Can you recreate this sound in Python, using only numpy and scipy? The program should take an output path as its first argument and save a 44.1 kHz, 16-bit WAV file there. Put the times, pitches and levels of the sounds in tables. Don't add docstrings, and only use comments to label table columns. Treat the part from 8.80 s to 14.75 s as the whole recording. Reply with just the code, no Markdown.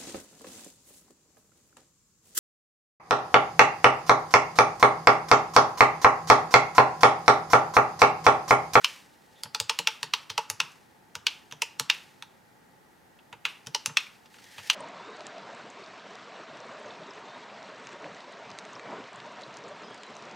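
import sys
import numpy as np
from scipy import signal
from scipy.fft import rfft, irfft, next_fast_len
from scipy.io import wavfile
from scipy.ndimage import uniform_filter1d

SR = 44100
rng = np.random.default_rng(int(sys.argv[2]) if len(sys.argv) > 2 else 0)


def file_out(sig):
    cols = np.atleast_2d(sig).T
    lim = np.clip(cols, -1, 1)
    pcm = np.round(lim * 32767).astype(np.int16)
    wavfile.write(sys.argv[1], SR, pcm)


def decibels_to_gain(level_db):
    exponent = np.asarray(level_db, float) / 20
    return 10 ** exponent


N = 262306
SLIDE_S = 0.012

# t/s, peak level/dB, low modes/dB, brightness/dB, case rocking/dB
PRESS = [(0.6345, -27, -10, 6, -52), (0.8008, -17.5, -37, 7.5, -37), (0.989, -12.5, -38.5, -0.6, -36),
         (1.23, -18.5, -4.5, 4.5, -41.5), (1.7001, -18.5, -16, 5.5, -42), (2.353, -23.5, -3.5, 1, -47.5),
         (2.7236, -27, -17, -3, -48), (2.997, -18, -6, 6, -37.5), (3.424, -25.5, -8.5, -9, -70),
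         (4.87, -30, -1.3, 2, -47), (5.0596, -20.5, -6, 7.5, -46)]


def presses():
    out = np.zeros((2, N))
    for s, db, low_db, bright_db, _ in PRESS:
        edge_db = bright_db - 4
        sound = clack(db, low_db, bright_db, edge_db, rattle_s=0.00095, first=33, swell=0.3, coil_db=-57)
        add(out, s - SLIDE_S, room(*sound, wet_db=-10, early_db=6.5))
    return out


# t/s, peak level/dB, low modes/dB, edge/dB, hollow case ring/dB
RELEASE = [(0.0443, -6.5, -28.5, -31, -63), (0.7467, -21, -4, -10, -34), (0.895, -10, -9.5, -12, -25.5),
           (1.072, -8, -11.5, -49, -29), (1.336, -11, -6, -36, -36), (1.5781, -14, -2.5, -16, -19),
           (1.8013, -10.5, -11.5, -17.5, -34.5), (2.4668, -9.5, -32, -26.5, -40),
           (2.8192, -14, -18, -5, -28), (3.0989, -6, -21.5, -35.5, -38), (4.9468, -15, -12, -16, -26.5),
           (5.1698, -6.5, -12.5, -42, -38.5), (5.899, -5.5, -16, -21, -45)]


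def releases():
    out = np.zeros((2, N))
    high_at_full_scale_db, high_growth = -10.5, 0.3
    for s, db, low_db, edge_db, _ in RELEASE:
        high_db = high_at_full_scale_db + (high_growth - 1) * db
        sound = clack(db, low_db, high_db, edge_db, rattle_s=0.0028, first=2.3, swell=2.3, coil_db=-52.5)
        add(out, s - SLIDE_S, room(*sound, wet_db=-8, early_db=11.5))
    return out


# t/s, peak level/dB, low modes/dB, high modes/dB, edge/dB
TOUCH = [(0.013, -56.5, 15, 12.5, 4), (0.6552, -38, 1.5, -8.5, -26), (1.0847, -26, -13, -22.5, -26),
         (1.4964, -33, -25, -1.5, -23), (1.5001, -27.5, -6.5, 4, -10), (1.9174, -50.5, -12, -4, 2),
         (2.7112, -34, -17, -11, -12), (4.3888, -46, -7.5, -26, -39), (4.527, -33.5, -1.6, -16.5, -15.5),
         (4.652, -10.5, -25, -25.5, -26), (4.8621, -40, -23, -5, -5), (5.0926, -43.5, 8.5, -21, -32),
         (5.457, -47, -6, -2, -25), (5.5419, -44.5, -2.5, -14, -5), (5.5846, -47, 1, 1, -12),
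         (5.6407, -46, -11, -1.5, -2.5), (5.7808, -33, -6.5, -17, -8), (5.79, -35, -5.5, -8, -19),
         (5.9083, -30, -25, -15.5, -30)]


def touches():
    out = np.zeros((2, N))
    for s, db, low_db, high_db, edge_db in TOUCH:
        sound = clack(db, low_db, high_db, edge_db, rattle_s=0.002, first=0, swell=6, coil_db=-58.5)
        add(out, s - SLIDE_S, room(*sound, wet_db=-2.5, early_db=14))
    return out


# f/Hz, level/dB, t60/s
CAP = [
    [(1120, -3.5, .012), (1389, 5.5, 0.011), (1800, -1, 0.016)],
    [(2330, -26, 0.011), (2665, -0.5, 0.019), (2640, 3.5, 0.0053), (2883, 3.5, 0.015), (3235, 6, 0.0096),
     (3610, -4.5, 0.02)],
    [(4395, -4.5, 0.019), (4940, 11.5, 0.0036), (5650, 5, .006), (5910, -7, 0.01), (7040, -11, 0.0062)],
]
# f/Hz, level/dB per Hz
EDGE = [(3820, -35), (6500, -3.5), (8640, -14), (11300, -13.5), (15800, -32), (16500, -69)]
# f/Hz, level/dB, t60/s
SPRING = [(8980, 3, 0.064), (8000, -4, .06)]
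# f/Hz, level/dB
ALL_ROUND = [(900, 4.5), (2000, -1), (3000, 1.5), (5000, 0.5), (9000, -1), (15000, -0.5)]


def clack(db, low_db, high_db, edge_db, rattle_s, first, swell, coil_db):
    t = np.arange(SR // 16) / SR
    stop = round(SLIDE_S * SR)
    landed = t >= SLIDE_S
    u = np.clip(t - SLIDE_S, 0, None) / max(rattle_s, 2e-4)
    settling = 0.13 * decibels_to_gain(-60 * (t - SLIDE_S) / 0.037)
    chatter = landed * ((1 + swell * u) * np.exp(-u ** 2) + settling)
    slide = (t < SLIDE_S) * decibels_to_gain(-32.5 + 2500 * (t - SLIDE_S))
    strike = 1.0 * (np.arange(len(t)) == stop)

    edge = filtered(strike, lambda f: decibels_to_gain(along(EDGE, f)))[stop - 12:]
    edge = edge + decibels_to_gain(coil_db) * ring(SPRING, t[:len(edge)])
    bodies = [edge] + [ring(modes, t) for modes in CAP]

    near = 0
    for level_db, body in zip((edge_db, low_db, 0, high_db), bodies):
        burst = rng.standard_normal(len(t)) * chatter + first * strike
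        even = irfft(rfft(burst) / smooth_level(burst, size=40), len(t)) * landed
        contacts = peak(even, 0) + slide * rng.standard_normal(len(t))
        near = near + peak(signal.fftconvolve(contacts, body)[:len(t)], db + level_db)
    near = steep_cut(near, 970)
    radiated = np.roll(irfft(smooth_level(near, size=28), len(t)), stop + 60)
    return near, filtered(steep_cut(radiated, 800), lambda f: decibels_to_gain(along(ALL_ROUND, f)))


def blows():
    pressed = [(s, feet_db, db - 19.5) for s, db, *_, feet_db in PRESS]
    freed = [(s, case_db - 10.5, case_db) for s, *_, case_db in RELEASE]
    firm_db = -40
    touched = [(s, db + low - 13, db + low - 6) for s, db, low, *_ in TOUCH if db + low > firm_db]
    return pressed + freed + touched


# f/Hz, level/dB, t60/s
FEET = [(454.4, -0.5, .07), (593, -0.5, .05)]
# f/Hz, level/dB, t60/s
CASE = [(873, -1, 0.069), (938, 1.5, 0.049)]


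def case_knocks():
    out, t = np.zeros((2, N)), np.arange(SR // 4) / SR
    lag_s = 0.0015
    for s, feet_db, case_db in blows():
        feet = peak(ring(FEET, t) * (1 - np.exp(-(t / 0.0051) ** 2)), feet_db)
        case = peak(ring(CASE, t) * (1 - np.exp(-(t / 0.0035) ** 2)), case_db)
        knock = steep_cut(feet + case, 300)
        add(out, s + lag_s, room(knock, knock, wet_db=-21, early_db=3))
    return out


# t/s, peak level/dB, f/Hz
THUD = [(0.653, -46, 119), (0.807, -42.5, 109.4), (0.997, -45.5, 174.5), (1.235, -47.5, 153),
        (1.502, -47, 105), (1.579, -55, 156), (1.704, -49, 106), (1.807, -50, 157), (2.363, -48.5, 108),
        (2.725, -49, 150), (3.008, -41, 143.3), (4.529, -54, 109.4), (4.871, -44, 136.4),
        (5.078, -40.5, 139), (5.785, -48.5, 108)]


def table_thuds():
    out, t = np.zeros((2, N)), np.arange(SR // 4) / SR
    for s, db, hz in THUD:
        modes = [(hz, 0, 0.09), (hz * 0.9, -4, 0.09), (hz * 1.2, -2.5, 0.08), (hz * 1.756, -4, 0.07)]
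        waver = 1 + 0.5 * np.cos(2 * np.pi * rng.uniform(18, 22) * t)
        onset = 1 - np.exp(-(t / 0.026) ** 2)
        swell = ring(modes, t) * waver * onset
        add(out, s - 0.008, peak(steep_cut(swell, 75), db) * decibels_to_gain([[-0.3], [0.3]]))
    return out


def wash(t):
    power = 0
    for s, db, *_ in RELEASE + TOUCH:
        u = t - s - 0.032
        fast = decibels_to_gain(db - 46 - 60 * np.abs(u) / 0.32)
        slow = decibels_to_gain(db - 51.5 - 60 * np.abs(u) / 1.4)
        power = power + (u > 0) * (fast + slow) ** 2
    return np.sqrt(power)


# t/s, rustle level/dB
PAGE = [
    [(0.0, -60), (0.06, -48), (0.218, -63.5), (0.29, -81.5), (0.56, -70), (0.62, -62)],
    [(5.5, -68), (5.582, -59), (5.726, -54.5), (5.948, -46.5)],
]
# f/Hz, level/dB per Hz
PAPER = [(180, -50.5), (300, -24.5), (539, -8), (717, -16.5), (834, -12), (1190, -21), (1800, -5.5),
         (2790, -7), (3090, -9), (4390, -8.5), (6240, -11.5), (15200, -24), (16500, -43.5)]


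def page():
    t = np.arange(N) / SR
    level = wash(t)
    grain = decibels_to_gain(1.8 * unit(uniform_filter1d(rng.standard_normal(N), 500)))
    noise = rng.standard_normal((2, N)) * grain
    hiss = unit(spread(noise, lambda f: decibels_to_gain(along(PAPER, f)), [(500, 0.9), (8000, 1.0)]))
    for stroke in PAGE:
        s, db = np.transpose(stroke)
        level = level + decibels_to_gain(np.interp(t, s, db, left=-120, right=-120))
    return level * hiss


# start t/s, end t/s, f/Hz, width/Hz, rms level/dB
RUB = [(.545, .62, 3500, 250, -62), (5.62, 6.0, 1850, 200, -58.5), (5.62, 6.0, 3250, 250, -63),
       (5.264, 5.276, 2270, 250, -45)]


def rub():
    t, out = np.arange(N) / SR, 0
    for start, end, hz, width, db in RUB:
        stroke = np.sin(np.pi * np.clip((t - start) / (end - start), 0, 1)) ** 0.5
        band = filtered(rng.standard_normal(N), lambda f: 1 / (1 + ((f - hz) / width) ** 2))
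        out = out + decibels_to_gain(db) * stroke * unit(band)
    return out


# f/Hz, level/dB per Hz
AIR = [(15, -51.5), (25, -23), (142, -1.5), (182, -1), (410, -5), (510, -6), (568, -6), (617, -10),
       (831, -1), (1010, -10.5), (1730, -10), (2670, -19), (13300, -28.5), (15200, -28.5), (16500, -40.5)]
# f/Hz, width/Hz, rms level/dB
VENT = [(874, 20, -70), (1920, 40, -75.5)]
# f/Hz, left-right likeness
ALIKE = [(60, 0.61), (240, 0.5), (950, 0.13), (3770, 0.36), (15000, 1)]


def air():
    tone = decibels_to_gain(-59) * unit(spread(rng.standard_normal((2, N)), lambda f: decibels_to_gain(along(AIR, f)), ALIKE))
    for hz, width, db in VENT:
        band = spread(rng.standard_normal((2, N)), lambda f: 1 / (1 + ((f - hz) / width) ** 2), ALIKE)
        tone += decibels_to_gain(db) * unit(band)
    return tone


# f/Hz, t60/s
ROOM = [(200, .35), (800, 0.58), (3000, 0.35), (8000, 0.3), (15000, .15)]
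# f/Hz, left-right likeness
WALLS = [(200, 0.95), (2000, 0.92), (12000, 1)]
# f/Hz, left-right level/dB
PORTS = [(250, -.6), (1500, -.6), (4000, -.3), (9000, .5), (14000, .9)]


def room(sound, radiated, wet_db, early_db):
    hz, t, z = signal.stft(rng.standard_normal((2, SR // 2)), SR, nperseg=256)
    fall = decibels_to_gain(-60 * t / along(ROOM, hz)[:, None]) + decibels_to_gain(early_db - 60 * t / 0.06)
    tail = signal.istft(z * fall, SR, nperseg=256)[1]
    onset = np.clip(np.arange(tail.shape[1]) / SR / 0.0026, 0, 1)
    tail = spread(tail, lambda f: 1 + 0 * f, WALLS) * onset
    tail = tail / np.linalg.norm(tail[0])
    out = decibels_to_gain(wet_db) * signal.fftconvolve(radiated[None], tail, axes=1)
    half = np.array([[0.5], [-0.5]])
    lag_s = 2.5e-6 * rng.choice([-1, 1])
    ports = lambda f: decibels_to_gain(half * along(PORTS, f)) * np.exp(2j * np.pi * f * lag_s * half)
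    add(out, 0, filtered(sound, ports))
    add(out, 0.0125, decibels_to_gain(-18.5) * sound)
    return out


def ring(modes, t):
    out = 0
    for hz, db, t60 in modes:
        strength_db, detune = rng.standard_normal(2) * [2.5, 0.02]
        out = out + decibels_to_gain(db + strength_db - 60 * t / t60) * np.sin(2 * np.pi * hz * (1 + detune) * t)
    return out


def steep_cut(x, hz):
    return signal.sosfilt(signal.butter(6, hz, "high", fs=SR, output="sos"), x)


def smooth_level(x, size):
    return np.sqrt(np.abs(uniform_filter1d(np.abs(rfft(x)) ** 2, size=size)) + 1e-14)


def spread(pair, gain, alike):
    turn = lambda hz: np.arccos(np.clip(along(alike, hz), -1, 1)) / 2
    mid, side = filtered(pair, lambda hz: gain(hz) * [np.cos(turn(hz)), np.sin(turn(hz))])
    return np.array([mid + side, mid - side])


def filtered(x, response):
    m = next_fast_len(x.shape[-1] + 4096)
    return irfft(rfft(x, m) * response(np.fft.rfftfreq(m, 1 / SR)), m)[..., :x.shape[-1]]


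def along(points, hz):
    f, v = np.transpose(points)
    return np.interp(np.log(hz + 1), np.log(f + 1), v)


def unit(x):
    return x / np.sqrt(np.mean(x ** 2) + 1e-20)


def peak(x, db):
    return decibels_to_gain(db) * x / np.abs(x).max()


def add(track, s, sound):
    part = track[..., round(s * SR):][..., :sound.shape[-1]]
    part += sound[..., :part.shape[-1]]


def scene():
    keys = presses() + releases() + touches()
    return keys + case_knocks() + table_thuds() + page() + rub() + air()


def roll_off(x):
    return signal.sosfilt(signal.butter(12, 16820, fs=SR, output="sos"), x)


def record(dry):
    top_hz = 16100
    mix = filtered(dry, lambda f: f < top_hz)
    return roll_off(mix)


dry = scene()
out = record(dry)
file_out(out)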